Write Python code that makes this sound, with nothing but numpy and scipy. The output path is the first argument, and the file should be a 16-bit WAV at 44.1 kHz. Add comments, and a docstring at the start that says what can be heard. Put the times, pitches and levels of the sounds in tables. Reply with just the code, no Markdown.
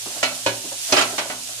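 """In a small kitchen, close by, pasta is stirred in a nonstick frying pan.
A wooden spatula knocks on the pan's wall and base: noise clacks excite damped modes of the metal.
Once it judders along the pan by stick-slip; pasta flops over softly and wood rubs as shaped noise.
Oil sizzles throughout as hiss with random spits, above low noise and a faint hum of two tones."""
import sys
import numpy as np
from scipy import signal
from scipy.fft import rfft, irfft, next_fast_len
from scipy.io import wavfile
from scipy.ndimage import uniform_filter1d, minimum_filter1d, map_coordinates

SR = 44100
rng = np.random.default_rng(int(sys.argv[2]) if len(sys.argv) > 2 else 0)


def digitize_waveform(pressure):
    """Quantize a signal to 16-bit integers and store it at the path in sys.argv[1].

    Rows of a 2-D input are taken as channels; values are limited to [-1, 1].
    """
    field = np.atleast_2d(pressure).T
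    bounded = np.clip(field, -1, 1)
    quanta = np.round(bounded * 32767).astype(np.int16)
    wavfile.write(sys.argv[1], SR, quanta)


N = 70560

# Spatula on pan; place is 0 wall, 0.5 bend, 1 base:
# start_s, level_db, bass_db, treble_db, ring_db, place, wood_hz, wood_db (relative to level_db)
KNOCKS = [(0.229, -19, -5, 2.5, 4, 0.0066, 1358, 1), (0.462, -21, 0, 0.5, 2.5, 1, 970, 8),
          (0.923, -15, 1, -2.5, 1.5, 0.593, 593, 0), (0.965, -16, -5, -6.5, 2, 0.36, 700, -3),
          (0.979, -16, -2, -1.5, 0.5, 0.093, 3045, -2), (1.010, -20, -23, 2.5, 2, 0.45, 1365, 7),
          (1.181, -19.5, -5.5, -2, -1.5, 0.017, 864, -5.5), (1.299, -26, -6, -8.5, 4, 0.073, 592, -9.5)]
# Soft pushes of spatula and pasta: start_s, level_db, bass_db, ring_db, place
FLOPS = [(0.058, -34, 8, -5, 0.18), (0.160, -37.5, 2.5, -1, 0), (0.643, -41.5, 15, -5.5, 0.95),
         (0.716, -37.5, -7, 4, 0.97), (1.128, -32, 3.5, -2, 0.16), (1.25, -33.5, -2, -6, 1),
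         (1.489, -42, -4, 5, 0.08)]
FLOP_RISE_S, FLOP_TREBLE_DB = 0.001, -38
# Pan modes: pitch_hz, t60_s, wall_db, bend_db, base_db (strength when struck there)
PAN_MODES = [(116, 0.55, -20, -19, -12), (181.6, .5, -20, -31, -20), (258, 0.53, -12.5, -16.5, -16.5),
             (294.7, 0.21, -10.5, -9.5, -9.5), (366.8, 0.34, -25.5, -4.5, -14),
             (387.1, 0.4, -26, -17, -10.5), (544.7, .16, -8.5, -35, 5.5), (578.5, 0.17, -8.5, -22, 1),
             (619.5, 0.15, -3, 0, -8), (696, 0.11, -4, -16, -57), (789, 0.24, -14.5, -8, -11.5),
             (918, 0.075, -23, -17.5, 5), (1091, 0.16, -16, -10, -16), (1327, 0.31, -12, -2, -42),
             (1480, 0.13, -3, -10, -27), (1484, 0.15, -1.5, -23, -3), (1664, 0.2, -42, -36, -5),
             (1967, 0.14, -3.5, -5, -24), (2268, 0.23, -6.5, -22, -11), (2495, .13, -35, -3.5, 1.5),
             (2604, 0.21, -9.5, -7, -14), (2983, 0.17, -3.5, -24, -3.5), (3320, 0.11, -16, -7, -8),
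             (4210, 0.21, -10, -3.5, -9.5), (6700, 0.084, -5.5, -5, -16)]
RING_DB, RING_RISE_S = -2.5, 0.0013
RING_WAVER_RAD, WAVER_PER_S = 0.5, 96  # phase unsteadiness and the upper limit of its speed
# Dense clack of wood on metal, relative density per Hz: frequency_hz, density_db
CLACK_SPECTRUM = [(30, -43), (85, -28), (115, -29), (150, -17), (270, -0.5), (450, -3.5), (700, -1),
                  (1100, -3), (1500, -5.5), (3000, -3.5), (5000, -6.5), (7000, -10), (10000, -20),
                  (15000, -43)]
# Decay of the clack: frequency_hz, t60_s
CLACK_T60 = [(150, 0.17), (700, 0.22), (2500, 0.26), (8000, 0.07)]
CLACK_RISE_S, CLACK_HOLD_S = 0.00073, 0.009
# Share of the bass tilt each band receives: frequency_hz, share (0 to 1)
BASS_SHELF = [(300, 1), (800, 0.088)]
# Share of the treble tilt each band receives: frequency_hz, share (0 to 1)
TREBLE_SHELF = [(1200, 0), (5000, 1)]
WOOD_T60_S = 0.064  # the blade's own tone dies quickly
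CRACK_DB, CRACK_DECAY_S = 0.5, 0.0012  # relative to the knock; time constant
# Squeaks of the spatula's edge: start_s, pitch_hz, level_db, length_s (peak at length / pi)
SQUEAKS = [(0.9229, 4990, -13, 0.0083), (0.9235, 6000, -13.5, 0.0099), (0.966, 5090, -15.5, 0.011)]

# Level of the juddering stroke: time_s, level_db
STROKE_LEVEL = [(0.918, -56), (0.94, -25.5), (0.966, -25), (0.988, -14.5), (1.004, -26), (1.027, -27.5),
                (1.05, -41), (1.12, -78)]
# Scrape colour, relative density per Hz: frequency_hz, density_db
SCRAPE_SPECTRUM = [(100, -22), (350, -34), (700, 18), (1000, 11.5), (1350, 7), (3000, 13), (4500, -1.5),
                   (8000, -2), (15000, -19)]
SLIPS_PER_S, SLIP_DECAY_S = 240, 0.005
# Level of the blade sliding softly under the pasta, before flutter: time_s, level_db
SLIDE_LEVEL = [(0, -54), (0.15, -43.5), (0.33, -42.5), (0.42, -50), (0.83, -59.5), (0.9, -41),
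               (1.28, -43.5), (1.44, -58), (1.53, -48), (1.6, -49)]
# Rubbing colour, relative density per Hz: frequency_hz, density_db
RUB_SPECTRUM = [(100, -40), (260, -11), (450, -9), (700, 3), (900, -8), (2000, -8), (5000, -48)]
SLIDE_FLUTTER_DB = 2.5  # scale of the random level changes

# Sizzle level, before its common offset and flutter: time_s, level_db
SIZZLE_LEVEL = [(0, -33.5), (0.15, -33), (0.3, -33.5), (0.45, -33.5), (0.62, -34.5), (0.68, -33),
                (0.76, -33.5), (0.83, -30.5), (0.97, -29), (1.12, -33.5), (1.3, -34.5), (1.4, -36),
                (1.52, -34), (1.6, -34)]
# Sizzle colour, relative density per Hz: frequency_hz, density_db
SIZZLE_SPECTRUM = [(200, -60), (600, -18.5), (1200, -14), (2100, -9), (2900, -2), (4500, -0.5), (6700, 1),
                   (8500, 0), (10600, -3.5), (13000, -10.5), (15200, -18)]
SIZZLE_OFFSET_DB = 1.5
SPIT_DB, SPITS_PER_S = -6, 1000  # level relative to the hiss; mean rate
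SPIT_DECAY_S, SPIT_SPREAD_DB = 0.0006, 2.8

# Decay of the room: frequency_hz, t60_s
ROOM_T60 = [(120, 0.69), (300, 0.36), (800, 0.41), (2000, 0.22), (8000, 0.2)]
ROOM_DB, ROOM_BUILD_S = -9.5, 0.0026  # level; time constant for the echoes to fill in
# Steady background colour, relative density per Hz: frequency_hz, density_db
KITCHEN_SPECTRUM = [(20, -33), (55, -6), (85, -29), (115, 19.5), (150, -7.5), (250, -6.5), (450, -7),
                    (800, -7), (1500, -22), (4000, -73)]
KITCHEN_DB = -53
# Hum components: pitch_hz, level_db (rms)
HUM = [(58, -64.5), (116, -77)]

# Left-right likeness of pan, room and background: frequency_hz, coherence (-1 to 1)
PAN_COHERENCE = [(120, -0.05), (250, 0.96), (500, 0.91), (1000, 0.32), (2500, -0.07), (8000, 0)]
# Left-right likeness of the sizzle: frequency_hz, coherence (-1 to 1)
SIZZLE_COHERENCE = [(1000, 0.014), (4000, 0.07), (12000, 0.012)]
# Lean of the stirring: frequency_hz, left_minus_right_db
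PAN_LEAN = [(500, 0), (1100, -1), (2000, -2.5), (4500, -7), (9000, -4.5)]
# Lean of the sizzle: frequency_hz, left_minus_right_db
SIZZLE_LEAN = [(1000, 1), (2500, -2), (4500, -5), (7000, -4.5), (13000, -1.7)]
# Stereo width of the close microphone pair: frequency_hz, side_gain_db
WIDTH = [(60, -34), (140, -14), (300, 4), (600, 0.5)]
CEILING, TOP_HZ = 0.88, 15350  # limiter peak (full scale is 1); band limit


def amp(db):
    """Level law: decibels become an amplitude ratio."""
    return 10 ** (np.asarray(db) / 20)


def unit(x):
    """Normalisation: scale to rms 1."""
    return x / np.sqrt(np.mean(x ** 2) + 1e-20)


def along(points, hz):
    """Logarithmic pitch scale: interpolate (Hz, value) points on it."""
    f, v = np.transpose(points)
    return np.interp(np.log(hz + 1), np.log(f + 1), v)


def curve(rows):
    """Linear interpolation: (s, value) points become one value per sample."""
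    return np.interp(np.arange(N) / SR, *np.transpose(rows))


def wobble(rate, size=N):
    """Slow random modulation: a smooth curve through `rate` random knots a second."""
    knots = rng.standard_normal(N // 16)
    return map_coordinates(knots[:int(size * rate / SR) + 4], [np.arange(size) * rate / SR])


def filtered(x, response):
    """Linear filtering: multiply the spectrum by a response of frequency."""
    m = next_fast_len(N + SR // 2)
    return irfft(rfft(x, m) * response(np.fft.rfftfreq(m, 1 / SR)), m)[..., :N]


def spread(pair, spectrum, coherence):
    """Stereo coherence: two unrelated signals become coloured stereo of rms 1."""
    def turn(hz):
        return np.arccos(np.clip(along(coherence, hz), -1, 1)) / 2

    def mid_side(hz):
        return amp(along(spectrum, hz)) * [np.cos(turn(hz)), np.sin(turn(hz))]

    mid, side = filtered(pair, mid_side)
    return unit(np.array([mid + side, mid - side]))


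def noise(spectrum, coherence):
    """Spectral shaping: white noise becomes coloured stereo noise of rms 1."""
    return spread(rng.standard_normal((2, N)), spectrum, coherence)


def lean(x, points):
    """Level panning: shift each band to one side."""
    return filtered(x, lambda hz: amp(along(points, hz) * np.array([[.5], [-.5]])))


def fading(x, t60s, hold):
    """Frequency-dependent damping: after the hold, each band dies at its own speed."""
    hz, t, z = signal.stft(x, SR, nperseg=256)
    fall = amp(-60 * np.maximum(t - hold, 0) / along(t60s, hz)[:, None])
    return signal.istft(z * fall, SR, nperseg=256)[1][:, :N]


def ticks(rate, spread_db):
    """Random arrivals: impulses whose levels scatter exponentially in decibels, up to a cap."""
    strength = amp(spread_db * np.minimum(rng.exponential(size=N), 4))
    return (rng.random(N) < rate / SR) * strength


def bursts(shapes, rate, spread_db):
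    """Shot noise: each burst shape recurs at its share of the mean rate."""
    total = np.zeros((2, N))
    for shape in shapes:
        impulses = ticks(rate / len(shapes), spread_db)[None]
        total += signal.fftconvolve(impulses, shape, axes=1)[:, :N]
    return total


def add(track, s, sound):
    """Superposition: mix a sound in at time s."""
    start = round(s * SR)
    part = sound[:, :N - start]
    track[:, start:start + part.shape[1]] += part


def spatula():
    """Impact excitation: hard knocks with a wooden tone, soft pushes through pasta, brief squeaks."""
    out, t = np.zeros((2, N)), np.arange(N) / SR
    for s, db, bass_db, treble_db, ring_db, place, wood_hz, wood_db in KNOCKS:
        add(out, s, amp(db) * contact(bass_db, treble_db, ring_db, place, CLACK_RISE_S))
        add(out, s, amp(db + wood_db) * mode(wood_hz, WOOD_T60_S))
        add(out, s, amp(db + CRACK_DB) * crack())
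    for s, db, bass_db, ring_db, place in FLOPS:
        add(out, s, amp(db) * contact(bass_db, FLOP_TREBLE_DB, ring_db, place, FLOP_RISE_S))
    for s, hz, db, length in SQUEAKS:
        u = np.pi * t / length
        envelope = u * np.exp(1 - u)
        waver = 1.8 * np.array([wobble(736), wobble(695)])  # phase, separate left and right
        add(out, s, amp(db) * envelope * np.sin(2 * np.pi * hz * t + waver))
    return out


def contact(bass_db, treble_db, ring_db, place, rise):
    """Modal excitation: a touch gives a dense clack and the modes that its place drives."""
    t = np.arange(N) / SR

    def tilt(hz):
        return amp(bass_db * along(BASS_SHELF, hz) + treble_db * along(TREBLE_SHELF, hz))

    clack = filtered(noise(CLACK_SPECTRUM, PAN_COHERENCE), tilt)
    clack = fading(clack, CLACK_T60, CLACK_HOLD_S)
    ring = np.zeros((2, N))
    for hz, t60, *place_db in PAN_MODES:
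        strength = amp(np.interp(place, [0, .5, 1], place_db)) * tilt(hz)
        add(ring, 0, strength * mode(hz, t60))
    return (clack + amp(RING_DB + ring_db) * ring) * (1 - np.exp(-t / rise))


def mode(hz, t60):
    """Damped resonance: a slightly unsteady tone reaches the two microphones out of step."""
    t = np.arange(SR // 2) / SR
    apart = np.arccos(np.clip(along(PAN_COHERENCE, hz), -1, 1)) * rng.choice([-.5, .5])
    waver = RING_WAVER_RAD * wobble(min(WAVER_PER_S, hz / 10), size=len(t))
    phase = 2 * np.pi * (hz * t + rng.random()) + waver
    decay = np.exp(-np.log(1000) * t / t60)  # -60 dB at t60
    end_fade = np.minimum(1, 20 * (t[-1] - t))
    envelope = decay * (1 - np.exp(-t / RING_RISE_S)) * end_fade
    return envelope * np.sin(phase + np.array([[apart], [-apart]]))


def crack():
    """Impulsive radiation: the first instant of a hard knock is fast-decaying noise."""
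    return noise(CLACK_SPECTRUM, PAN_COHERENCE) * np.exp(-np.arange(N) / SR / CRACK_DECAY_S)


def scrape():
    """Stick-slip friction: the wooden edge judders along the pan, each slip a tiny clack."""
    t = np.arange(SR // 20) / SR
    shapes = rng.standard_normal((3, 2, len(t))) * np.exp(-t / SLIP_DECAY_S)
    slips = bursts(shapes, SLIPS_PER_S, spread_db=-0.5)
    return amp(curve(STROKE_LEVEL)) * spread(slips, SCRAPE_SPECTRUM, PAN_COHERENCE)


def slide():
    """Sliding friction: wood and pasta rub softly and unevenly over the pan."""
    level_db = curve(SLIDE_LEVEL) + SLIDE_FLUTTER_DB * wobble(40.3)
    return amp(level_db) * noise(RUB_SPECTRUM, PAN_COHERENCE)


def sizzle():
    """Shot noise: countless tiny bursts in oil merge into a hiss; larger spits stand out."""
    t = np.arange(SR // 100) / SR
    shapes = rng.standard_normal((4, 2, len(t))) * np.exp(-t / SPIT_DECAY_S)
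    spits = spread(bursts(shapes, SPITS_PER_S, SPIT_SPREAD_DB), SIZZLE_SPECTRUM, SIZZLE_COHERENCE)
    oil = noise(SIZZLE_SPECTRUM, SIZZLE_COHERENCE) + amp(SPIT_DB) * spits
    level_db = SIZZLE_OFFSET_DB + curve(SIZZLE_LEVEL) + 0.68 * wobble(21.55)
    return amp(level_db) * lean(oil, SIZZLE_LEAN)


def room(x, count=7):
    """Reverberation: decaying noise tails cross-fade in turn, so the echoes' fine pattern changes."""
    wet, t = np.zeros((2, N)), np.arange(SR // 2) / SR
    for k in range(count):
        share = np.maximum(0, 1 - np.abs(np.linspace(0, count - 1, N) - k))
        tail = fading(rng.standard_normal((2, len(t))), ROOM_T60, 0)[:, :len(t)]
        tail = tail * (1 - np.exp(-t / ROOM_BUILD_S))
        wet += signal.fftconvolve(x * share, tail / np.linalg.norm(tail[0]), axes=1)[:, :N]

    def turn(hz):
        return np.arcsin(np.clip(along(PAN_COHERENCE, hz), -1, 1)) / 2

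    # blending each side with the other sets the coherence
    own = filtered(wet, lambda hz: np.cos(turn(hz)))
    other = filtered(wet[::-1], lambda hz: np.sin(turn(hz)))
    return own + other


def background():
    """Steady ambience: low kitchen noise and a mains hum with slowly wandering phase."""
    t = np.arange(N) / SR
    hum = np.zeros(N)
    for hz, db in HUM:
        hum += amp(db) * np.sqrt(2) * np.sin(2 * np.pi * hz * t + .3 * wobble(3.4))
    return amp(KITCHEN_DB) * noise(KITCHEN_SPECTRUM, PAN_COHERENCE) + hum


def scene():
    """Superposition: stirring with its reverberation, over the sizzle and the background."""
    stirring = spatula() + scrape() + slide()
    in_room = stirring + amp(ROOM_DB) * room(stirring)
    return lean(in_room, PAN_LEAN) + sizzle() + background()


def record(dry):
    """Close-pair pickup: bass is almost mono, a fast limiter holds peaks, a band limit ends it."""
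    mid = (dry[0] + dry[1]) / 2
    side = filtered((dry[0] - dry[1]) / 2, lambda hz: amp(along(WIDTH, hz)))
    pair = np.array([mid + side, mid - side])
    needed = CEILING / np.maximum(np.abs(pair).max(axis=0), CEILING)
    gain = uniform_filter1d(minimum_filter1d(needed, size=129), size=65)
    return filtered(pair * gain, lambda hz: hz < TOP_HZ)


dry = scene()
out = record(dry)
digitize_waveform(out)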